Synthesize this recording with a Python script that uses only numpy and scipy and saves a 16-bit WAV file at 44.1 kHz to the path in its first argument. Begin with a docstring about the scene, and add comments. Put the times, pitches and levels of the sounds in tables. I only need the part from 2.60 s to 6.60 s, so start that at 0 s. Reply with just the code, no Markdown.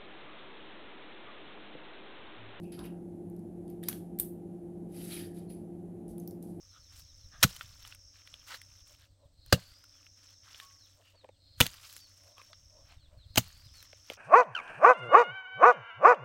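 """Gloved hands pick steel utility blades off a table and fit them into a plastic dispenser.
First, blades scrape over the tabletop and tick against the dispenser. At 1.3 s one snaps onto the stack.
At 1.6 s one drops on the table, bounces and rings. From 2.3 s a blade is dragged to the table's edge,
rasping and squeaking as it catches. A few more slides and light ticks follow.
All the while a fan-like hum fills the small room."""
import sys
import numpy as np
from scipy import signal
from scipy.fft import rfft, irfft
from scipy.io import wavfile

SR = 44100
rng = np.random.default_rng(int(sys.argv[2]) if len(sys.argv) > 2 else 0)


def inscribe(sig):
    """Save sig as 16-bit PCM at rate SR to the path in sys.argv[1].

    A 1-D sig is mono; a 2-D sig holds one channel per row.
    Samples are clipped to [-1, 1] before scaling.
    """
    pcm = np.round(np.clip(np.atleast_2d(sig).T, -1, 1) * 32767)
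    wavfile.write(sys.argv[1], SR, pcm.astype(np.int16))


N = 176400
TIME = np.arange(N) / SR

# A blade touches the table, the dispenser or the stack. Each row: start in seconds, level in dB,
# fade time in seconds, sizzle pitch in Hz, body level in dB, body's low edge in Hz, ring pitch in Hz,
# ring level in dB. Body and ring levels are relative to the sizzle.
TOUCHES = [ (0.1228, -59, 0.0023, 11000, -10, 2000, 10700, 9),
           (0.1916, -48.5, 0.0013, 12000, -4, 900, 3720, 3.5),
           (0.254, -55, 0.0032, 11300, -16, 1500, 12500, 4.5),
           (.699, -56, 0.0011, 11100, -23, 4000, 12300, -2),
           (.7645, -58, 0.0017, 11300, -11, 4000, 12600, -23),
           (0.7928, -59, 0.0013, 10600, -10, 4000, 8040, -10),
           (1.0793, -63, 0.0016, 11000, -2, 3500, 9900, 6),
           (1.101, -48, 0.00075, 11400, -15, 3500, 11900, -1),
           (1.2302, -49.5, 0.0044, 13000, -24, 1200, 1770, -1.5),
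           (1.2369, -42, 0.0027, 10900, -35, 2500, 3730, -3),
           (1.286, -22, 0.0023, 11700, -13, 3130, 14400, -6),
           (1.285, -39.5, 0.0021, 9250, 7, 595, 1540, -1.5),
           (1.296, -45, 0.0017, 12000, -13, 2800, 10140, 11.5),
           (1.3287, -38.5, 0.00098, 10700, -0.5, 746, 3250, -3),
           (1.588, -38.5, 0.0026, 13100, -10, 1500, 8900, -4),
           (1.596, -39.5, .012, 11500, -15, 3030, 12130, -3),
           (1.5985, -25.5, .0017, 12000, -13.5, 3540, 10300, -4),
           (1.602, -41.5, 0.0035, 9700, -6.5, 900, 8250, 5), (2.901, -62, 0.01, 13500, -7, 1400, 2450, -2),
           (3.481, -54, 0.00077, 10500, -17, 3530, 10400, 6),
           (3.5812, -51.5, 0.0017, 13200, -11, 1000, 10600, 3),
           (3.5995, -47.5, 0.0018, 11700, -27, 4000, 6400, -7),
           (3.6762, -34.5, 0.00073, 14000, -11, 4630, 12600, -6),
           (3.7095, -48.5, 0.0014, 11000, -8, 4300, 5300, -10),
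           (3.8265, -47.5, 0.0018, 11500, -13, 3750, 12600, -8)]


def blade_ticks(sizzle_width_hz=3600, body_top_hz=6300, ring_width_hz=360):
    """Steel chatters for an instant at each touch: a bright sizzle, a duller body and a short ring."""
    out, t = np.zeros(N + SR), TIME[:SR // 20]
    for start, db, fade_s, sizzle_hz, body_db, body_low_hz, ring_hz, ring_db in TOUCHES:
        fade = np.exp(-t / fade_s)
        chatter = rng.choice([-1., 1.], len(t)) * fade
        sizzle = rms_one(band(chatter, sizzle_hz - sizzle_width_hz / 2, sizzle_hz + sizzle_width_hz / 2))
        body = rms_one(band(chatter, body_low_hz, body_top_hz, order=3))
        ring = rms_one(resonate(rng.standard_normal(len(t)) * fade, ring_hz, ring_width_hz))
        tick = sizzle + from_db(body_db) * body + from_db(ring_db) * ring
        at = int(start * SR)
        out[at:at + len(t)] += from_db(db) * np.sqrt(np.mean(fade ** 2)) * tick
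    return out[:N]


# A dropped blade lands on a corner, falls flat and bounces. Each row: start in seconds, level in dB.
LANDINGS = [(1.588, -32), (1.5988, -16), (1.626, -40.5)]
# The notes a blade rings with. Each row: pitch in Hz, slap level and ping level in dB relative to
# the landing, seconds for the ping to fade by 60 dB.
BLADE_NOTES = [(8250, -14, -44, .06), (9100, -12.5, -42, .06), (9880, -17, -25, 0.21),
               (12090, 0.5, -21, 0.087), (15000, -6.5, -36, .05)]


def dropped_blade(slap_fade_s=0.0014, rattle_hz=130, blur_radians=1.1):
    """Each landing rings the blade hard; the table stops that slap at once and a rattling ping lingers."""
    out, t = np.zeros(N + SR), TIME[:SR // 2]
    for hz, slap_db, ping_db, ping_s in BLADE_NOTES:
        phase = 2 * np.pi * hz * t
        slap = from_db(slap_db) * np.exp(-t / slap_fade_s) * np.sin(phase)
        rattle = blur_radians * drift(rattle_hz)[:len(t)]
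        ping = from_db(ping_db) * np.exp(-np.log(1000) * t / ping_s) * np.sin(phase + rattle)
        for start, db in LANDINGS:
            at = int(start * SR)
            out[at:at + len(t)] += from_db(db) * (slap + ping) * rng.choice([-1, 1])
    return out[:N]


# The tone of rubbed steel and of the rubbed table. Each row: frequency in Hz, relative level in dB.
STEEL_HISS = [(3530, -18.5), (6000, -12), (6840, -14), (7550, -12), (8060, -10.5), (8970, -9), (10100, 0.5),
              (13100, -9), (15200, -15)]
TABLE_RASP = [(530, -93), (900, -2), (1040, -14), (1250, -1), (1580, -3.5), (1760, -0.5), (2290, 1.5),
              (3300, -1.5), (5200, -1.5), (6500, -20), (14300, -71)]
# The notes of a blade pinched between fingers. Each row: pitch in Hz, relative level in dB.
GRIP_NOTES = [(2450, -3.5), (3120, -1.5), (3800, -3), (4700, 1), (8250, -9.5), (10200, -10), (11650, -6.5)]
# The long drag to the table's edge. 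Each row: time in seconds, hiss level in dB, rasp level in dB
# before its trim.
LONG_DRAG = [(2.29, -77.5, -80.5), (2.355, -59, -64), (2.405, -54.5, -58.5), (2.455, -55, -59.5),
             (2.525, -47, -49.5), (2.57, -49, -50), (2.64, -57, -57.5), (2.73, -73.5, -84)]
# Short slides. Each row: start, rise, hold and fade times in seconds, level in dB, rasp level in dB
# relative to the hiss.
SHORT_SLIDES = [ (0.008, 0.026, .0071, 0.044, -69, -7), (.118, 0.0044, 0.0053, 0.027, -62.5, 5),
                (0.173, 0.017, .014, 0.031, -69.5, 6), (0.228, 0.027, .0073, 0.014, -60.5, -4.5),
                (1.077, .021, .01, .027, -70, -7), (1.223, .011, .044, 0.016, -61.5, -3.5),
                (1.269, 0.017, 0.084, 0.046, -61.5, -20), (2.728, 0.041, 0.016, 0.038, -62, -6),
                (2.893, 0.011, 0.0073, .045, -63.5, -7.5), (3.482, .008, 0.0078, 0.043, -63.5, -15),
                (3.58, .015, 0.0095, 0.08, -70, -13), (3.819, 0.0068, 0.013, 0.09, -64, -18)]


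def scrapes(split_hz=6500, drag_trim_db=-2.5):
    """A sliding blade rubs on the table: the steel hisses up high and the table rasps lower down."""
    hiss = rubbing(STEEL_HISS, [(hz, db) for hz, db in GRIP_NOTES if hz > split_hz])
    rasp = rubbing(TABLE_RASP, [(hz, db) for hz, db in GRIP_NOTES if hz <= split_hz])
    times, hiss_levels, rasp_levels = np.transpose(LONG_DRAG)
    out = hiss * from_db(np.interp(TIME, times, hiss_levels, left=-120, right=-120))
    out += rasp * from_db(drag_trim_db + np.interp(TIME, times, rasp_levels, left=-120, right=-120))
    for start, rise, hold, fade, db, rasp_db in SHORT_SLIDES:
        out += from_db(db) * push(start, rise, hold, fade) * (hiss + from_db(rasp_db) * rasp)
    return out


def rubbing(spectrum, notes, notes_db=-5.5, note_width_hz=210, grip_shift_hz=15, grip_swing_db=10.5):
    """Shaky rubbing noise in which the blade's notes swell and fade as the grip shifts."""
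    out = colour(friction(), spectrum)
    for hz, db in notes:
        swell = rms_one(from_db(grip_swing_db * np.tanh(drift(grip_shift_hz))))
        note = rms_one(resonate(friction(), hz, note_width_hz))
        out += from_db(notes_db + db) * swell * note
    judder = from_db(1.7 * drift(rate_hz=57))
    return rms_one(out * judder)


def friction(catches_per_s=6600, spread_db=2):
    """An edge catches on a surface thousands of times a second, each time with a tiny click."""
    sizes = from_db(spread_db * np.minimum(rng.exponential(1, N), 5))
    return sizes * rng.choice([-1, 1], N) * (rng.random(N) < catches_per_s / SR)


# The sliding edge catches and sings. Each row: start, rise and fade times in seconds, pitch in Hz,
# level in dB, pitch wobble in Hz.
SQUEAKS = [ (.025, 0.026, .12, 2620, -70, 160), (.118, .008, 0.044, 11080, -59, 200),
           (.17, 0.022, 0.074, 1150, -55, 482), (.19, 0.0083, 0.049, 10100, -60, 181),
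           (.225, .03, 0.021, 2670, -56.5, 330), (2.34, 0.073, 0.078, 11550, -61, 255),
           (2.495, 0.027, 0.033, 3680, -50.5, 620), (2.508, 0.011, .005, 2370, -50.5, 118),
           (2.53, 0.022, 0.059, 10080, -53.5, 150.5), (2.55, .06, .07, 1780, -63, 109.7),
           (2.558, .012, .007, 2305, -50.5, 160), (2.875, .028, 0.01, 4260, -69.5, 69.5),
           (2.888, 0.019, 0.039, 10280, -56.5, 96)]


def squeaks(flutter_hz=246, roughness_db=4):
    """Sticking and slipping keeps one note of the blade going, unsteady in pitch and loudness."""
    out = np.zeros(N)
    for start, rise, fade, hz, db, wobble_hz in SQUEAKS:
        phase = 2 * np.pi * np.cumsum(hz + wobble_hz * drift(flutter_hz)) / SR
        flutter = from_db(roughness_db * drift(flutter_hz))
        out += from_db(db) * push(start, rise, 0, fade) * rms_one(flutter * np.sin(phase))
    return out


# The hands bump the table. 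Each row: start in seconds, peak level in dB.
HAND_BUMPS = [(0.191, -47.5), (1.591, -51), (3.479, -48.5)]


def table_bumps(pitch_hz=55.4, fade_s=0.024):
    """The tabletop booms softly under the hands."""
    out = np.zeros(N)
    for start, db in HAND_BUMPS:
        t = np.maximum(TIME - start, 0)
        swell = t / fade_s * np.exp(1 - t / fade_s)
        out += from_db(db) * swell * np.sin(2 * np.pi * pitch_hz * t)
    return out


# The fan's low rush and the background hiss. Each row: frequency in Hz, relative level in dB.
FAN_RUSH = [(20, -24.5), (50, -17.5), (75, -17), (100, -1), (125, -13), (190, 2), (250, -5.5), (310, -2),
            (370, -4), (420, -12), (520, -15), (660, -18), (820, -21.5), (1000, -35), (1300, -46.5)]
AIR_HISS = [(590, -32.5), (1000, -5.5), (1250, -2), (1470, -1.5), (5020, -15), (7270, -10.5), (8550, -9.5),
            (9830, -2), (11400, -6), (12300, -9), (14900, -18)]
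# The pitches of the fan's hum, in Hz.
HUM_PITCHES = [55, 100, 173.3, 221, 346.6, 435, 694, 784]
# The hum at each of those pitches. Each row: level in dB, unsteady share from 0 to 1.
HUM_LEVELS = [(-65.5, 0.68), (-66, 0.92), (-48, 0.19), (-60, .9), (-49, 0.32), (-67, .7), (-72, .7),
              (-71.5, .7)]


def fan(rush_db=-47.5, hiss_db=-76.5, waver_hz=12.9):
    """The fan hums with several wavering tones over a low rush and a faint hiss."""
    out = from_db(rush_db) * colour(rng.standard_normal(N), FAN_RUSH)
    out += from_db(hiss_db) * colour(rng.standard_normal(N), AIR_HISS)
    for hz, (db, unsteady) in zip(HUM_PITCHES, HUM_LEVELS):
        phase = 2 * np.pi * (hz * TIME + rng.random())
        steady = np.sqrt(2 * (1 - unsteady ** 2)) * np.sin(phase)
        waver = drift(waver_hz) * np.sin(phase) + drift(waver_hz) * np.cos(phase)
        out += from_db(db) * (steady + unsteady * waver)
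    return out


def room(x, echo_s=0.26, gap_s=0.0031, echo_db=-10.5, middle_boost_db=5.5):
    """The walls of a small room send back a blur of quick echoes, strongest in the middle pitches."""
    t = TIME[:SR // 2]
    tail = rng.standard_normal(len(t)) * np.exp(-np.log(1000) * t / echo_s) * (t > gap_s)
    tail /= np.sqrt(np.sum(tail ** 2))
    tail += (from_db(middle_boost_db) - 1) * band(tail, 500, 3300, order=1)
    return from_db(echo_db) * signal.fftconvolve(x, tail)[:N]


def push(start, rise, hold, fade):
    """A loudness curve that climbs to 1, holds and dies away; times are in seconds."""
    return np.clip((TIME - start) / rise, 0, 1) * np.exp(-np.clip((TIME - start - rise - hold) / fade, 0, 20))


def drift(rate_hz):
    """A smooth random wobble, about 1 in size; a higher rate makes it quicker."""
    smoothing = signal.butter(2, rate_hz, fs=SR, output="sos")
    return rms_one(signal.sosfilt(smoothing, rng.standard_normal(N + SR))[SR:])


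def from_db(db):
    """Turn decibels into a number to multiply by."""
    return 10 ** (np.asarray(db) / 20)


def rms_one(x):
    """Scale a sound so that its average strength (rms) is 1."""
    return x / np.sqrt(np.mean(x ** 2) + 1e-20)


def band(x, low_hz, high_hz, order=2):
    """Keep the part of a sound between two frequencies."""
    return signal.sosfilt(signal.butter(order, [low_hz, high_hz], "band", fs=SR, output="sos"), x + 1e-18)


def resonate(x, hz, width_hz):
    """Make a sound ring at one pitch; a smaller width rings longer."""
    r = np.exp(-np.pi * width_hz / SR)
    return signal.lfilter([1, 0, -1], [1, -2 * r * np.cos(2 * np.pi * hz / SR), r * r], x + 1e-18)


def colour(x, spectrum):
    """Shape a sound's lows and highs to follow a table, falling steeply beyond its ends."""
    hz, db = np.transpose(spectrum)
    f = np.maximum(np.fft.rfftfreq(N, 1 / SR), 1)
    gain = from_db(np.interp(np.log(f), np.log(hz), db))
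    edges = np.minimum(1, np.minimum(f / hz[0], hz[-1] / f)) ** 6
    return rms_one(irfft(rfft(x) * gain * edges, N))


def scene(walls=4):
    """Mix blades, echoes, bumps and fan; a touch sends a different chatter towards each wall."""
    steel = dropped_blade() + scrapes() + squeaks()
    tick_echoes = sum(room(blade_ticks()) for _ in range(walls)) / np.sqrt(walls)
    echoes = tick_echoes + room(steel)
    return (blade_ticks() + steel + echoes + table_bumps() + fan())[None]


def record(dry, cutoff_hz=15550):
    """Cut away the very highest treble."""
    return signal.sosfilt(signal.ellip(10, .2, 80, cutoff_hz, fs=SR, output="sos"), dry)


dry = scene()
out = record(dry)
inscribe(out)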